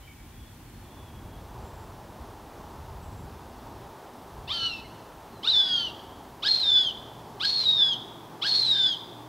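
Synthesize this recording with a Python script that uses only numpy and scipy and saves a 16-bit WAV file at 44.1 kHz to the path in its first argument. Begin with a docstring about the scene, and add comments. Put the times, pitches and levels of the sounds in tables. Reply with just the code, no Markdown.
"""A young hawk in a wood gives five falling whistles with a two-voiced syrinx, some metres off.
Each call opens on a rising low voice, then jumps to a high whistle; sum and difference tones mix the two.
Trunks scatter the calls and a few faint songbird notes, built as smeared gliding sines.
Behind, coloured noise makes wind on the microphone, distant road, wide air that fades out early and hiss;
a far engine drone of four unsteady sines sets in late."""
import sys
import numpy as np
from scipy import signal
from scipy.fft import rfft, irfft, next_fast_len
from scipy.io import wavfile
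from scipy.ndimage import uniform_filter1d

SR = 44100
rng = np.random.default_rng(int(sys.argv[2]) if len(sys.argv) > 2 else 0)


def waveform_to_disk(signal):
    """Save audio, clipped to [-1, 1], as 16-bit WAV at the path in sys.argv[1]."""
    frames = np.transpose(np.atleast_2d(signal))
    scaled = np.clip(frames, -1, 1) * 32767
    samples = np.round(scaled).astype(np.int16)
    wavfile.write(sys.argv[1], SR, samples)


N = 409248
TIME = np.arange(N) / SR

# Whistle pitch, one table a call. Each row: time in seconds, pitch in Hz.
WHISTLE = [
    [(4.522, 3159), (4.55, 3131), (4.608, 2987), (4.669, 2948), (4.715, 2743), (4.81, 2590)],
    [(5.474, 3620), (5.492, 3826), (5.501, 4048), (5.515, 4040), (5.527, 3720), (5.549, 3540),
     (5.765, 3228), (5.865, 2980), (5.905, 2710)],
    [(6.461, 3596), (6.473, 3839), (6.483, 4230), (6.505, 4292), (6.601, 4141), (6.628, 4020),
     (6.641, 3710), (6.699, 3544), (6.822, 3385), (6.884, 3133), (6.914, 2862)],
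    [(7.447, 4240), (7.545, 4300), (7.603, 4215), (7.619, 4076), (7.649, 4037), (7.663, 3830),
     (7.754, 3734), (7.842, 3415), (7.89, 3370), (7.932, 3198), (7.95, 2916)],
    [(8.465, 4100), (8.477, 4375), (8.527, 4310), (8.6, 4250), (8.618, 4105), (8.65, 4100), (8.685, 3920),
     (8.75, 3641), (8.836, 3549), (8.93, 3230), (8.955, 2920)],
]
# Throat resonance. Each row: frequency in Hz, gain in dB.
THROAT = [(1500, -14), (2300, -8), (3000, 3), (3600, 8), (4400, 0), (5400, -3), (6100, -26), (8200, -22),
          (9000, -34), (13000, -40)]
# Breath noise colour. Each row: frequency in Hz, relative density in dB per Hz.
BREATH = [(800, -28.5), (1600, -19), (2400, -19.5), (3100, -19), (3650, 0), (4400, -5.5), (5400, -13.5),
          (6200, -23.5), (9000, -31.5), (13000, -39), (16000, -76)]
# Start and end, in seconds, of the fade from wide air to the stronger road roar.
CROSSFADE_S = (0.75, 1.6)
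# A whistle above this pitch stifles the low voice and holds its pitch.
CHOKE_HZ, CHOKE_DB_PER_KHZ = 3628, 79


def undb(db):
    """Amplitude ratio of a dB value."""
    return 10 ** (np.asarray(db) / 20)


def level(x, rms_db):
    """Scale a signal to an RMS level."""
    return x * undb(rms_db) / np.sqrt(np.mean(x ** 2))


def shape_db(points, hz):
    """Read a (Hz, dB) spectrum at hz, interpolating over log frequency."""
    f, db = np.transpose(points)
    return np.interp(np.log(np.maximum(hz, 1)), np.log(f), db)


def curve(points):
    """Read (seconds, value) points over the whole time axis."""
    return np.interp(TIME, *np.transpose(points))


def phase(hz):
    """Integrate a pitch into phase in radians."""
    return 2 * np.pi * np.cumsum(hz) / SR


def noise(points, rms_db, size=N):
    """Gaussian noise filtered to the colour of a spectrum."""
    n = next_fast_len(size)
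    bins_hz = np.arange(n // 2 + 1) * SR / n
    spectrum = rfft(rng.standard_normal(n)) * undb(shape_db(points, bins_hz))
    return level(irfft(spectrum, n)[:size], rms_db)


def walk(rate_hz):
    """Smooth chance of RMS 1 that changes about rate_hz times a second."""
    k = max(int(SR / rate_hz), 1)
    smooth = uniform_filter1d(uniform_filter1d(rng.standard_normal(N), k), k)
    return level(smooth, 0)


def track(tables, edge_s):
    """Columns of all tables over time, and a soft gate that is open inside them."""
    s, *columns = np.transpose(np.concatenate(tables))
    inside = sum((TIME >= t[0][0]) & (TIME <= t[-1][0]) for t in tables)
    gate = uniform_filter1d(1. * np.clip(inside, 0, 1), int(edge_s * SR))
    return [np.interp(TIME, s, c) for c in columns], gate


def hoarse(rough):
    """Gain of a weak tone that comes and goes and is smeared by turbulence."""
    return undb(2.0 * walk(32)) * (1 - rough + rough * walk(340))


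def hawk():
    """Two membranes vibrate at once; their sum and difference tones and the breath pass the throat."""
    # Whistle effort, one table a call. Each row: time in seconds, RMS level in dB.
    effort = [
        [(4.52, -30.5), (4.58, -36.5), (4.668, -29), (4.706, -38), (4.735, -37), (4.81, -51)],
        [(5.474, -21.5), (5.53, -24), (5.58, -19), (5.65, -27), (5.694, -31.5), (5.744, -21.5), (5.82, -33),
         (5.88, -34), (5.905, -49.5)],
        [(6.461, -23.5), (6.526, -24.5), (6.595, -27), (6.635, -22.5), (6.67, -23.5), (6.724, -19.5),
         (6.82, -22), (6.835, -30.5), (6.875, -24), (6.914, -41.5)],
        [(7.447, -27.5), (7.55, -27), (7.635, -30.5), (7.667, -20), (7.78, -23.5), (7.83, -19.5), (7.9, -26.5),
         (7.931, -24), (7.95, -46)],
        [(8.465, -27), (8.56, -26), (8.7, -25.5), (8.714, -18.5), (8.765, -28), (8.835, -19.5), (8.9, -28),
         (8.93, -26.5), (8.955, -45.5)],
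    ]
    wobble_share = .007
    twelfth_db = -18  # third partial re octave
    air_db = -1.5  # breath re rasp level

    high_hz = curve(np.concatenate(WHISTLE))
    (high_db,), high_on = track(effort, edge_s=0.0028)
    low_hz, low_db, over_db, rasp_db, octave_db, gate = low_voice(high_hz)
    low_on = uniform_filter1d(gate, int(.01 * SR))

    # near the top of its range the whistle turns hoarse and shakes the low voice out of tune
    strain = np.clip((high_hz - 3300) / 900, 0, 1) * high_on
    flutter = .1 + .2 * strain
    high = phase(high_hz * (1 + .03 * flutter * walk(300) + wobble_share * strain * walk(70)))
    low = phase(low_hz * (1 + (.006 + .04 * np.sqrt(strain)) * walk(200)))

    stack = low_stack(low, low_hz, over_db)
    octave = hoarse(.45) * np.sin(2 * high)
    twelfth = undb(twelfth_db) * hoarse(.55) * np.sin(3 * high)
    upper = undb(octave_db) * (octave + twelfth)
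    mixed = mixing_tones(high, low, high_hz, low_db, strain)
    rasp = rasp_tones(high, low, high_hz, low_hz)
    breath = undb(air_db + 4.5 * strain + 2.0 * walk(60)) * noise(BREATH, -3)
    # under strain the tone breaks into short beads
    beads = undb(2.0 * strain * walk(110)) * (1 + flutter * walk(500))

    whistle = undb(high_db) * (beads * np.sin(high) + upper)
    whistle += low_on * mixed + undb(rasp_db) * (low_on * rasp + breath)
    return np.sqrt(2) * (undb(low_db) * low_on * stack + high_on * whistle)


def low_voice(high_hz):
    """Pitch, level, overtones, rasp, octave and gate of each call: a quick rise, then a faint sagging tone."""
    # One row a call. Each row: low voice start, top, give-way and stop in seconds, top and last pitch in Hz,
    # opening, held and initial rasp level in dB, octave in dB re whistle.
    calls = [(4.477, 4.535, 4.52, 4.73, 1392, 1321, -37.5, -47.5, -40.5, -17.5),
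             (5.432, 5.484, 5.478, 5.87, 1632, 1341, -36, -49, -37.5, -20),
             (6.425, 6.455, 6.483, 6.87, 1617, 1474, -35, -48, -38, -17.5),
             (7.4, 7.443, 7.455, 7.93, 1642, 1546, -34.5, -50.5, -37.5, -19.5),
             (8.418, 8.456, 8.467, 8.92, 1632, 1527, -33, -45, -35.5, -13.5)]
    # Each row: whistle pitch in Hz, change of the octave in dB.
    octave_change = [(2700, 3), (3100, -1), (3500, -16), (4300, -18)]
    opening_share, opening_swell_db = .61, 13  # first pitch re top pitch; swell up to the top
    give_way_s = 0.0046
    stop_fade_s, stop_fade_db = 0.048, 10
    opening_over_db, top_over_db, held_over_db = 5, -1, -3.5  # overtones re low voice
    rasp_fade_db = 10.5  # over a whistle

    choke_khz = np.maximum(high_hz - CHOKE_HZ, 0) / 1000
    patchy_db = 3 * walk(30)  # the held tone comes and goes
    out = np.zeros((6, N))
    for call, whistle in zip(calls, WHISTLE):
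        start, top, give, stop, top_hz, last_hz, open_db, held_db, rasp_db, octave_db = call
        jump, end = whistle[0][0], whistle[-1][0]
        held = np.clip((TIME - give) / give_way_s, 0, 1)
        rise = np.clip((TIME - start) / (top - start), 0, 1)

        # the pitch sags only while the whistle does not choke it
        free = np.cumsum((choke_khz == 0) & (TIME > give) & (TIME < stop))
        hz = top_hz * (opening_share + (1 - opening_share) * rise)
        hz += (last_hz - top_hz) * free / free[-1]

        fade_db = stop_fade_db * np.clip(1 + (TIME - stop) / stop_fade_s, 0, 1)
        opening_db = open_db - opening_swell_db * (1 - rise)
        faint_db = held_db - CHOKE_DB_PER_KHZ * choke_khz - fade_db + patchy_db
        db = (1 - held) * opening_db + held * faint_db

        rising_over_db = opening_over_db + rise ** 2 * (top_over_db - opening_over_db)
        over_db = (1 - held) * rising_over_db + held * held_over_db
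        tiring_db = rasp_db - rasp_fade_db * np.clip((TIME - jump) / (end - jump), 0, 1)
        octave = octave_db + shape_db(octave_change, high_hz)
        gate = (TIME >= start) & (TIME <= stop)
        out = np.where(TIME >= start - .1, [hz, db, over_db, tiring_db, octave, gate], out)
    return out


def low_stack(low, low_hz, over_db):
    """The low membrane's fundamental, with overtones shaped by the throat and breath noise."""
    # Each row: multiple of the low voice, level in dB before the throat.
    partials = [(2, 0.0), (3, 2.0), (4, -7.0), (5, -6.0), (6, -12.0), (7, -12.0)]
    overtones = sum(undb(db + shape_db(THROAT, k * low_hz)) * np.sin(k * low) for k, db in partials)
    return np.sin(low) + undb(over_db) * ((1 + .4 * walk(700)) * overtones + noise(BREATH, -6))


def mixing_tones(high, low, high_hz, low_db, strain):
    """Sum and difference tones follow the low voice up to a ceiling that strain lowers."""
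    # Each row: multiple of high, multiple of low, level in dB re the common mix level.
    tones = [(1, 1, 6.5), (1, -1, -9.5), (1, 2, -17), (2, 1, -31), (1, 3, -28), (2, 2, -22)]
    mix_db, swell_db_per_khz, ceiling_db = 1.5, 7.5, -44  # mix_db re low voice
    # the mix swells as the whistle sinks below the choking pitch
    sunk_khz = np.clip((CHOKE_HZ - high_hz) / 1000, 0, .5)
    common_db = np.minimum(low_db + mix_db + swell_db_per_khz * sunk_khz, ceiling_db - 20 * strain)
    return undb(common_db) * sum(undb(db) * hoarse(.15) * np.sin(m * high + n * low) for m, n, db in tones)


def rasp_tones(high, low, high_hz, low_hz):
    """Close-spaced mixing tones, shaped by the throat, make the rasp."""
    # Each row: multiple of high, multiple of low, level in dB re rasp before the throat.
    tones = [(2, -2, -8), (2, -1, -2), (3, -4, -12), (2, -3, -9.5), (0, 2, -37), (0, 3, -12), (-1, 5, -19)]
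    out = np.zeros(N)
    for m, n, db in tones:
        throat_db = shape_db(THROAT, abs(m * high_hz + n * low_hz))
        out += undb(db + throat_db) * hoarse(.5) * np.sin(m * high + n * low)
    return out


def wood(x):
    """Near branches give a quick scatter, far trunks a long thin tail: decaying noise convolved with x."""
    t = TIME[:int(1.5 * SR)]
    tails = np.zeros(len(t))
    # T60 in s, energy in dB re direct sound, rise in s
    for t60_s, db, rise_s in ((.18, -10, .003), (0.83, -15, .03)):
        decay = undb(-60 * t / t60_s) * np.minimum(t / rise_s, 1)
        tails += level(rng.standard_normal(len(t)) * decay, db) / np.sqrt(len(t))
    return x + signal.fftconvolve(x, tails)[:N]


def songbirds():
    """Thin gliding notes, smeared in pitch and level by the way through the leaves."""
    # Each row: start and length in seconds, first and last pitch in Hz, smear in Hz, starting level in dB.
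    notes = [(0.005, 0.13, 3060, 3070, 60, -63), (0.0, .07, 4000, 3980, 40, -70),
             (0.01, .04, 2180, 2270, 40, -60), (0.075, 0.055, 2280, 2290, 40, -53),
             (0.17, 0.094, 2273, 2340, 39.6, -63), (0.332, 0.2, 3380, 3370, 58.5, -63.5),
             (0.44, 0.56, 4300, 4200, 50.4, -73), (0.84, 0.27, 3410, 3410, 59.7, -61),
             (1.067, 0.37, 3320, 3320, 61, -65), (1.596, 0.29, 7560, 7500, 152, -68.5),
             (3.012, 0.18, 7750, 7600, 149, -68.5), (3.165, 0.086, 7450, 7500, 80, -63),
             (4.844, 0.024, 2130, 2100, 29.7, -51), (5.316, 0.16, 4300, 3644, 61.14, -63.5)]
    out = np.zeros(N)
    for start, length, from_hz, to_hz, smear_hz, db in notes:
        u = np.clip((TIME - start) / length, 0, 1)
        hz = from_hz + (to_hz - from_hz) * u + smear_hz * walk(350)
        swell = np.sin(np.pi * u) ** .25 * undb(db - 4 * u + 2.5 * walk(45))
        out += swell * np.sqrt(2) * np.sin(phase(hz))
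    return out


def wind():
    """Gusts rumble on the microphone as low noise; one knocks it, a short sine burst."""
    # Each row: time in seconds, mean level in dB.
    gusts = [(0.0, -52.5), (0.41, -46), (0.77, -49), (1.5, -43), (2.4, -52), (3.07, -42.5), (3.25, -41.5),
             (3.41, -53), (3.85, -47), (4.0, -62), (4.22, -61), (4.38, -41.5), (4.6, -50.5), (5.37, -56),
             (6.6, -55.5), (7.7, -57), (8.5, -70), (9.28, -67)]
    # Each row: frequency in Hz, relative density in dB per Hz.
    colour = [(12, -58), (20, -21), (49, -5), (79, -4.5), (128, -10.5), (200, -19.5), (260, -28),
              (440, -120)]
    # Each row: start of the sine's phase in seconds, envelope peak in dB, pitch in Hz.
    knocks = [(2.209, -33.5, 64.6)]
    out = noise(colour, 0) * undb(curve(gusts) + 0.6 * walk(14))
    for s, db, hz in knocks:
        envelope = undb(db) * np.exp(-((TIME - s - .01) / 0.014) ** 2)
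        out += envelope * np.sin(2 * np.pi * hz * (TIME - s))
    return out


def road():
    """Far tyre roar and low rumble, both slowly wavering coloured noise."""
    # Each row: frequency in Hz, relative density in dB per Hz.
    roar_colour = [(240, -21), (400, 1), (423, -2), (525, -4.5), (904, 0.5), (1870, -19.5), (2400, -33),
                   (3600, -23), (6000, -27), (7800, -38), (13200, -120)]
    # Each row: frequency in Hz, relative density in dB per Hz.
    rumble_colour = [(59, -53), (100, -8.5), (189, -10), (227, -6), (308, -9), (341, -7.5), (450, -27),
                     (580, -32.5), (990, -120)]
    # Each row: time in seconds, mean level in dB.
    rumble_level = [(0.0, -53.5), (0.9, -52.5), (7.0, -51.5), (9.28, -52.5)]
    base_db, added_db, swell_db_per_s = -59.5, -48.5, 0.19
    # doubled dB gives power
    power = undb(2 * base_db) + crossfade() * undb(2 * (added_db + swell_db_per_s * TIME))
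    roar = noise(roar_colour, 0) * undb(0.72 * walk(6.3)) * np.sqrt(power)
    rumble = noise(rumble_colour, 0) * undb(curve(rumble_level) + 1.8 * walk(5.9))
    return roar + rumble


def engine_drone():
    """A far engine: sines unsteady in pitch and level, each fading in at its own time."""
    # Each row: pitch in Hz, mean level in dB, onset in seconds.
    tones = [(118.8, -55, 6.4), (164.6, -59.5, 6.6), (305, -55, 7.96), (347, -60, 7.5)]
    rise_s = 0.62
    out = np.zeros(N)
    for hz, db, s in tones:
        gain = undb(db + 2.16 * walk(4.2)) * np.clip((TIME - s) / rise_s, 0, 1)
        out += gain * np.sin(phase(hz + 3.24 * walk(16.0)))
    return np.sqrt(2) * out


def crossfade():
    """Ramp from 0 (wide air) to 1 (added road roar)."""
    return np.interp(TIME, CROSSFADE_S, (0, 1))


def wide_air():
    """Coloured noise for opposite signs left and right, fading out early."""
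    # Each row: frequency in Hz, relative density in dB per Hz.
    colour = [(18, -35), (30, -5), (66, -12), (120, -9), (360, -6.5), (675, -11), (769, -11.5),
              (15600, -17)]
    return noise(colour, -59) * (1 - crossfade())


def scene():
    """Stereo sum: all sources in the middle, the air wide."""
    mid = wood(hawk() + songbirds()) + wind() + road() + engine_drone()
    wide = wide_air()
    return np.array([mid + wide, mid - wide])


def record(dry):
    """The recorder adds its hiss and cuts the top with a steep low-pass."""
    # Each row: frequency in Hz, relative density in dB per Hz.
    hiss_colour = [(880, -11.5), (1500, -4.5), (2150, -6.5), (3550, -8.5), (3990, -13.5), (5300, -15),
                   (15600, -15.5)]
    hiss_db, top_hz = -57.5, 15740  # hiss level before the cut
    low_pass = signal.ellip(14, .2, 80, top_hz, fs=SR, output="sos")
    return signal.sosfilt(low_pass, dry + noise(hiss_colour, hiss_db))


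dry = scene()
out = record(dry)
waveform_to_disk(out)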